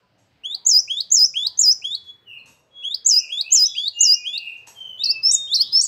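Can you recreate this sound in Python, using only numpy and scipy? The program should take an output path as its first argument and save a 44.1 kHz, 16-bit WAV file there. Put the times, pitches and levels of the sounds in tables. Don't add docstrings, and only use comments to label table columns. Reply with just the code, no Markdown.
import sys
import numpy as np
from scipy import signal
from scipy.io import wavfile
from scipy.ndimage import uniform_filter1d

SR = 44100
rng = np.random.default_rng(int(sys.argv[2]) if len(sys.argv) > 2 else 0)


def master_out(mix):
    frames = np.transpose(np.atleast_2d(mix))
    ceiling = np.clip(frames, -1, 1)
    pcm = np.round(ceiling * 32767).astype(np.int16)
    wavfile.write(sys.argv[1], SR, pcm)


def undo_db(level):
    steps = np.asarray(level, float) / 20
    return 10 ** steps


N = 258867


def at_hz(points, hz):
    f, db = np.transpose(points)
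    return np.interp(np.log(hz), np.log(f), db)


def drift(rate):
    knots = rng.standard_normal(int(N / SR * rate) + 3)
    joined = np.interp(np.arange(N) / SR * rate, np.arange(len(knots)), knots)
    return uniform_filter1d(joined, int(SR / rate / 2) + 1)


# f/Hz, density/dB per Hz
TOWN_SPECTRUM = [(15, -57), (25, -36.5), (80, -6.5), (284, -13.5), (500, -9.5), (542, -11), (981, -16),
                 (1150, -17), (1870, -19), (3390, -25.5), (5980, -33.5), (10800, -47.5), (15800, -41)]
# t/s, murmur level/dB
TOWN_BUSTLE = [(0.0, -66.5), (0.24, -67), (0.46, -62), (1.21, -64.5), (1.65, -63), (2.09, -65),
               (2.34, -64.5), (3.78, -67), (4.54, -64), (4.89, -61), (5.87, -62.5)]
# nearest t/s, passing time/s, hum swell/dB
ENGINE_PASSES = [(.3, .15, 5), (1.002, 0.38, 2.5), (1.7, 0.31, 6), (2.42, .15, 5.5), (3.85, .12, 3.5),
                 (5.1, 0.37, 6), (5.7, 0.29, 6.5)]


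def town():
    t = np.arange(N) / SR
    s, murmur_db = np.transpose(TOWN_BUSTLE)
    hum_db = -70.5 + 0.32 * (murmur_db - murmur_db.mean())
    passing_db = sum(db * np.exp(-((t - near) / length) ** 2) for near, length, db in ENGINE_PASSES)
    white = rng.standard_normal((2, N))
    together = drift(1.9)
    edges = 25 * 2 ** np.arange(0, 9.4, 1 / 3)
    hum, murmur = np.zeros((2, N))
    for k, (low, high) in enumerate(zip(edges, edges[1:])):
        third_octave = signal.butter(2, [low, high], "band", fs=SR, output="sos")
        band = signal.sosfilt(third_octave, white[k % 2])
        band *= undo_db(at_hz(TOWN_SPECTRUM, np.sqrt(low * high)) + 0.42 * together + 4.1 * drift(5.3))
        if high < 210:
            hum += band
        else:
            murmur += band
    hum *= undo_db(np.interp(t, s, hum_db) + passing_db) / hum.std()
    murmur *= undo_db(np.interp(t, s, murmur_db)) / murmur.std()
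    return hum + murmur


# f/Hz, gain/dB
OVERTONE_COLOUR = [(4500, -7.5), (6500, 8), (8500, -0.5), (10000, -4.5), (12500, -13), (15000, 4),
                   (15900, -8.5)]


def add_whistle(out, start_s, hz, level_db, overtones_db):
    phase = 2 * np.pi * np.cumsum(hz) / SR
    tone = np.sin(phase)
    for k, db in enumerate(overtones_db, start=2):
        audible = k * hz < 15900
        tone += undo_db(db + at_hz(OVERTONE_COLOUR, k * hz)) * audible * np.sin(k * phase)
    index = np.arange(len(hz))
    edge = np.clip(np.minimum(index, index[::-1]) / (.004 * SR), 0, 1)
    at = round(start_s * SR)
    out[at:at + len(hz)] += (np.sqrt(2) * undo_db(level_db) * edge * tone)[:N - at]


def neighbours(rows, attack_s, release_s, waver_db, warble_hz, overtones_db):
    out = np.zeros(N)
    waver = waver_db * drift(32)
    settle, edge_db = 2.6, 28
    for s, length, first, last, db in rows:
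        t = np.arange(0, length, 1 / SR)
        settled = (1 - np.exp(-settle * t / length)) / (1 - np.exp(-settle))
        warble = warble_hz * np.clip(t / 0.11, 0, 1) * np.sin(2 * np.pi * 43.64 * (s + t))
        attack = t / min(attack_s, length / 3)
        release = (length - t) / min(release_s, length / 3)
        swell = np.clip(np.minimum(attack, release), 0, 1)
        level_db = db - edge_db * (1 - swell) + np.interp((s + t) * SR, np.arange(N), waver)
        add_whistle(out, s, first + (last - first) * settled + warble, level_db, overtones_db)
    return out


# t/s, length/s, first f/Hz, last f/Hz, level/dB
COOS = [
    (0, .11, 970, 1015, -72),
    (.54, 0.057, 783, 770, -56.5),
    (.59, .21, 949, 955, -62.5),
    (1.43, 0.13, 1006, 1010, -58),
    (2.78, 1, 717, 750, -77.5),
]
# t/s, length/s, first f/Hz, last f/Hz, level/dB
HELD = [(1.93, 0.14, 3430, 3395, -42.5), (2.04, 0.098, 3366, 3383, -39.5), (2.705, .23, 3315, 3350, -44),
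        (2.96, .1, 3244, 3345, -53), (3.925, .21, 2811, 2855, -27), (4.1, 0.13, 2837, 2822, -37),
        (4.145, 0.21, 2430, 2496, -40), (5.005, 0.17, 2613, 2678, -35), (5.12, .125, 2628, 2633, -35.5),
        (5.22, 0.2, 2565, 2680, -58), (5.27, 0.28, 3758, 3670, -33), (5.62, 0.0547, 3680, 3705, -42)]
HELD_OVERTONES = [-39.5, -52.5, -40, -39]


def held_whistles():
    return neighbours(HELD + COOS, attack_s=0.059, release_s=.05, waver_db=5, warble_hz=0,
                      overtones_db=HELD_OVERTONES)


# t/s, length/s, first f/Hz, last f/Hz, level/dB
GLIDES = [
    (2.24, 0.2, 3140, 2580, -47),
    (3.08, 0.25, 3097, 2570, -44),
    (3.425, .08, 2274, 2705, -41.5),
    (3.46, .15, 2550, 3250, -43.5),
    (3.645, .12, 3183, 3535, -40),
    (3.92, .07, 6690, 7170, -56),
    (4.3, .29, 2820, 2630, -39),
]
# t/s, length/s, first f/Hz, last f/Hz, level/dB
SLURS = [
    (2.375, 0.04, 4670, 4070, -61.5),
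    (2.52, 0.041, 3900, 3665, -73),
    (3.605, .11, 4130, 3760, -42),
    (3.72, 0.17, 5140, 4365, -41),
    (4.745, .28, 3230, 2997, -39),
    (5.57, 0.33, 2476, 4794, -37.5),
]
GLIDE_OVERTONES = [-37.5, -39, -37, -33.5]


def gliding_whistles():
    shape = dict(attack_s=0.039, release_s=.07, waver_db=4, overtones_db=GLIDE_OVERTONES)
    return neighbours(GLIDES, warble_hz=162, **shape) + neighbours(SLURS, warble_hz=60, **shape)


def yard(x, near_db, near_t60, far_db, far_t60, onset_s):
    t = np.arange(SR) / SR
    near, far = rng.standard_normal((2, SR))
    far = signal.lfilter([.5], [1, -.5], far)
    tail = undo_db(near_db - 60 * t / near_t60) * near / np.sqrt(near_t60)
    tail += undo_db(far_db - 60 * t / far_t60) * far / np.sqrt(far_t60)
    tail *= np.sqrt(6 * np.log(10) / SR) * np.clip(t / onset_s, 0, 1)
    return signal.fftconvolve(x, tail)[:N]


# t/s, length/s, touches/s, level/dB
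RATTLES = [
    (0.18, .06, 1800, -59.5),
    (2.458, 0.064, 2400, -48),
    (2.04, .01, 900, -48.5),
    (4.572, .012, 1500, -51),
    (4.669, 0.028, 1800, -35),
]
# f/Hz, level/dB, t60/s
WIRE_MODES = [(908, -5.5, 0.027), (1662, -7.5, 0.022), (2680, -7.5, .03), (4660, -11.5, .03),
              (6320, -1, 0.041), (5630, -4, .07), (6640, -7.5, 0.085), (7660, -3.5, .04),
              (7900, -8.5, 0.042), (9270, -17.5, .08), (9730, -30, 0.054), (11450, -14, 0.09)]


def cage():
    t = np.arange(N) / SR
    touches = np.zeros(N)
    chance = rng.random(N)
    sizes = undo_db(5.2 * rng.standard_normal(N)) * rng.choice([-1, 1], N)
    for s, length, per_s, db in RATTLES:
        fading = undo_db(db - 8 * (t - s).clip(0, 1) / length)
        touches += fading * sizes * (chance < per_s / SR) * (t > s) * (t < s + length)
        touches[round(s * SR)] += undo_db(db)
    dull = signal.butter(3, 8500, fs=SR, output="sos")
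    out = undo_db(0.5) * signal.sosfilt(dull, touches)
    for hz, db, t60 in WIRE_MODES:
        r, w = undo_db(-60 / (t60 * SR)), 2 * np.pi * hz / SR
        struck = touches * rng.standard_normal(N) + 1e-18
        out += signal.lfilter([0, undo_db(db - 22.5) * np.sin(w)], [1, -2 * r * np.cos(w), r * r], struck)
    return out


# place (0 start, 1 top of the sweep, 2 end), f/Hz
RISE_PITCH = [(-.09, 2289), (0, 2717), (.12, 3060), (.23, 3304), (.639, 3483), (.893, 3822), (.959, 3956),
              (1, 4693), (1.501, 4856)]
DIP_PITCH = [(.08, 6010), (.559, 6460), (1, 7652), (1.156, 6220), (1.3, 5304), (1.43, 4930), (1.62, 4860),
             (1.86, 5159), (1.97, 5980)]
WAVE_PITCH = [(-.1, 3190), (0.7, 3780), (0.845, 4470), (1, 5790), (1.11, 4650), (1.293, 4038), (1.72, 4490),
              (1.892, 5254), (2.002, 5250)]
HOOK_PITCH = [(0, 4830), (.2, 5200), (.78, 5640), (.874, 6080), (.971, 8180), (1.001, 8430), (1.194, 8370),
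              (1.668, 6880), (2, 6490)]
# place (as above), level/dB
RISE_LEVEL = [(-.1, -20), (0.201, 3), (.35, 0), (.56, -0.5), (.82, 0.5), (.93, 1), (.98, 8.5), (1.199, 0),
              (2, -14)]
DIP_LEVEL = [(.08, -22), (.35, -15), (.65, 3.5), (.95, 1.5), (1.1, 1.5), (1.35, -2.5), (1.75, 2),
             (1.93, -2), (2, -3)]
WAVE_LEVEL = [(-.1, -23), (0.449, -8), (.65, -1.5), (.85, 2.5), (1.1, 4.5), (1.35, -7.5), (1.75, 6.5),
              (1.88, 5.5), (2, -21)]
HOOK_LEVEL = [(0, -34), (.15, -4), (.35, 2.5), (.7, 0), (.9, 3), (1.05, -11.5), (1.4, 3.5), (1.75, 4),
              (2, -15.5)]
# top t/s, length/s, low pitch factor, top pitch factor, level/dB
RISES = [(0.551, 0.12, 1.01, 1.006, -28.5), (1.01, 0.13, 0.98, 1.031, -24),
         (1.472, 0.13, 0.99, 1.045, -22.5), (1.953, 0.13, 1.011, 0.95, -26.5),
         (2.948, .126, 0.98, 1.065, -28), (3.414, 0.12, 0.993, 1.013, -24),
         (3.884, .132, 1.008, 0.97, -23.5), (4.382, 0.14, 1, 0.998, -27)]
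DIPS = [(0.681, 0.16, 1.006, 1.001, -13), (1.135, .164, 1.017, 0.99, -12),
        (1.605, 0.16, 1.011, 1.008, -13.5), (3.078, 0.16, 1, 1.01, -13), (3.539, 0.17, 1.015, 1, -13),
        (4.022, 0.17, 0.988, 0.974, -13)]
WAVES = [
    (5.05, 0.1425, 1.03, 1.026, -20),
    (5.553, 0.15, .97, 1.02, -19),
]
HOOKS = [
    (5.325, 0.14, 0.99, 0.99, -16),
    (5.826, 0.15, 0.98, 1.029, -16.5),
]
SONG_OVERTONES = [-30.5, -30.5, -46, -51]
# f/Hz, width/Hz, loss/dB
NOTCHES = [(5848, 119, 17), (6356, 74, 11), (7430, 290, 6.5), (3430, 45, 7), (3900, 80, 9)]
# t/s, treble gain/dB per kHz, share of the cancelling (0-1.5), overtone gain/dB
FACING = [(.5, 0.5, 0.9, 0), (.9, -1.9, 1.3, 1.7), (1.2, -0.3, 1.17, 1.5), (1.5, -0.7, 0.2, 1.1),
          (1.9, -2, 0.76, 1.5), (2.9, 4.5, .8, 0.8), (3.1, -1.2, 0.75, -1.5), (3.5, 0.1, 0.5, 2),
          (3.85, -1.8, 0.4, -2.1), (4.05, 0, .9, -2.5), (4.35, -3.3, 1, -0.5), (5.05, -2.1, 1.4, -2.5),
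          (5.3, 0.1, 0.9, -0.5), (5.548, -1.1, 0.19, 3), (5.8, -2, 1, 0.5)]


def singer():
    out, around = np.zeros((2, N))
    dropouts = drift(150).clip(0, 3) ** 2 - .3
    facing = np.transpose(FACING)
    tops = np.vstack(RISES + DIPS + WAVES + HOOKS)[:, 0]
    motifs = [(RISES, 0.95, RISE_PITCH, RISE_LEVEL), (DIPS, .22, DIP_PITCH, DIP_LEVEL),
              (WAVES, 0.48, WAVE_PITCH, WAVE_LEVEL), (HOOKS, 0.74, HOOK_PITCH, HOOK_LEVEL)]
    for notes, lead, pitch, level in motifs:
        pitch, level = np.transpose(pitch), np.transpose(level)
        for top, length, low, high, note_db in notes:
            before, after = lead * length, (1 - lead) * length
            rested = not np.any((tops < top) & (tops > top - .35))
            t = np.arange(top - before * (1 - pitch[0, 0] - .065 * rested), top + after + 0.002, 1 / SR)
            place = 1 + (t - top) / np.where(t < top, before, after)
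            hz = uniform_filter1d(np.interp(place, *pitch), size=100, mode="nearest")
            height = ((hz - hz.min()) / np.ptp(hz)) ** 2
            speed = np.tanh(np.abs(np.gradient(hz)) * SR / hz / 6.0)
            speed = uniform_filter1d(speed, size=400, mode="nearest")

            size = round(.003 * SR)
            tick_phase = 2 * np.pi * hz[0] * np.geomspace(1, 1.3, size).cumsum() / SR
            tick = undo_db(note_db - 30.5) * np.hanning(size) * np.cos(tick_phase)
            out[round(t[0] * SR):][:size] += tick

            hz = hz * (low + (high - low) * height)
            treble_db, cancel, bright_db = (np.interp(top, facing[0], c) for c in facing[1:])
            overtones_db = np.add(SONG_OVERTONES, bright_db)
            db = note_db - (0.1 + 6.4 * speed) * np.interp(t * SR, np.arange(N), dropouts)
            db += treble_db * (hz - hz.mean()) / 1000
            db += np.interp(place, *level)
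            add_whistle(around, t[0], hz, db, overtones_db)
            loss = sum(loss_db * np.exp(-((hz - f) / width) ** 2) for f, width, loss_db in NOTCHES)
            add_whistle(out, t[0], hz, db - cancel * loss, overtones_db)
    return out, around


# delay t/s, level/dB
ECHOES = [(.0013, -19), (.0034, -20), (.0071, -15), (.012, -17)]


def reflections(bird):
    started = np.arange(N) > SR / 10
    return sum(undo_db(db) * np.roll(bird, round(s * SR)) * started for s, db in ECHOES)


# t/s, level/dB, centre f/Hz
THUMPS = [(.69, -73, 500), (1.14, -55.5, 100.3), (1.146, -62.5, 720), (1.605, -53, 169.1), (2.5, -60.5, 130),
          (3.081, -54.5, 205), (3.545, -56.5, 245.4), (4.025, -66, 387)]


def thumps():
    out = np.zeros(N)
    shape = np.hanning(round(0.073 * SR))
    for s, db, hz in THUMPS:
        two_octaves = signal.butter(2, [hz / 2, hz * 2], "band", fs=SR, output="sos")
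        band = signal.sosfilt(two_octaves, rng.standard_normal(4000))[-len(shape):]
        at = round(s * SR) - len(shape) // 2
        out[at:at + len(shape)] += undo_db(db) * shape * band / band.std()
    return out


def scene():
    background = town()
    held, glides = held_whistles(), gliding_whistles()
    wires = cage()
    bird, around = singer()
    direct = bird + reflections(bird)
    bird_tail = yard(around, near_db=-13.5, near_t60=0.19, far_db=-20.5, far_t60=0.52, onset_s=.012)
    far = undo_db(-1) * held + undo_db(-1.5) * glides + wires
    far += yard(undo_db(-12) * held + glides + wires,
                near_db=2.5, near_t60=0.45, far_db=-14, far_t60=0.86, onset_s=0.0048)
    return (direct + bird_tail + far + thumps() + background)[None]


def low_pass(x):
    return signal.sosfilt(signal.butter(12, 16800, fs=SR, output="sos"), x)


def record(dry):
    dry = signal.sosfilt(signal.butter(2, 42, "high", fs=SR, output="sos"), dry)
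    dry = signal.sosfilt(signal.cheby2(8, 40, 16500, fs=SR, output="sos"), dry)
    return low_pass(dry)


dry = scene()
out = record(dry)
master_out(out)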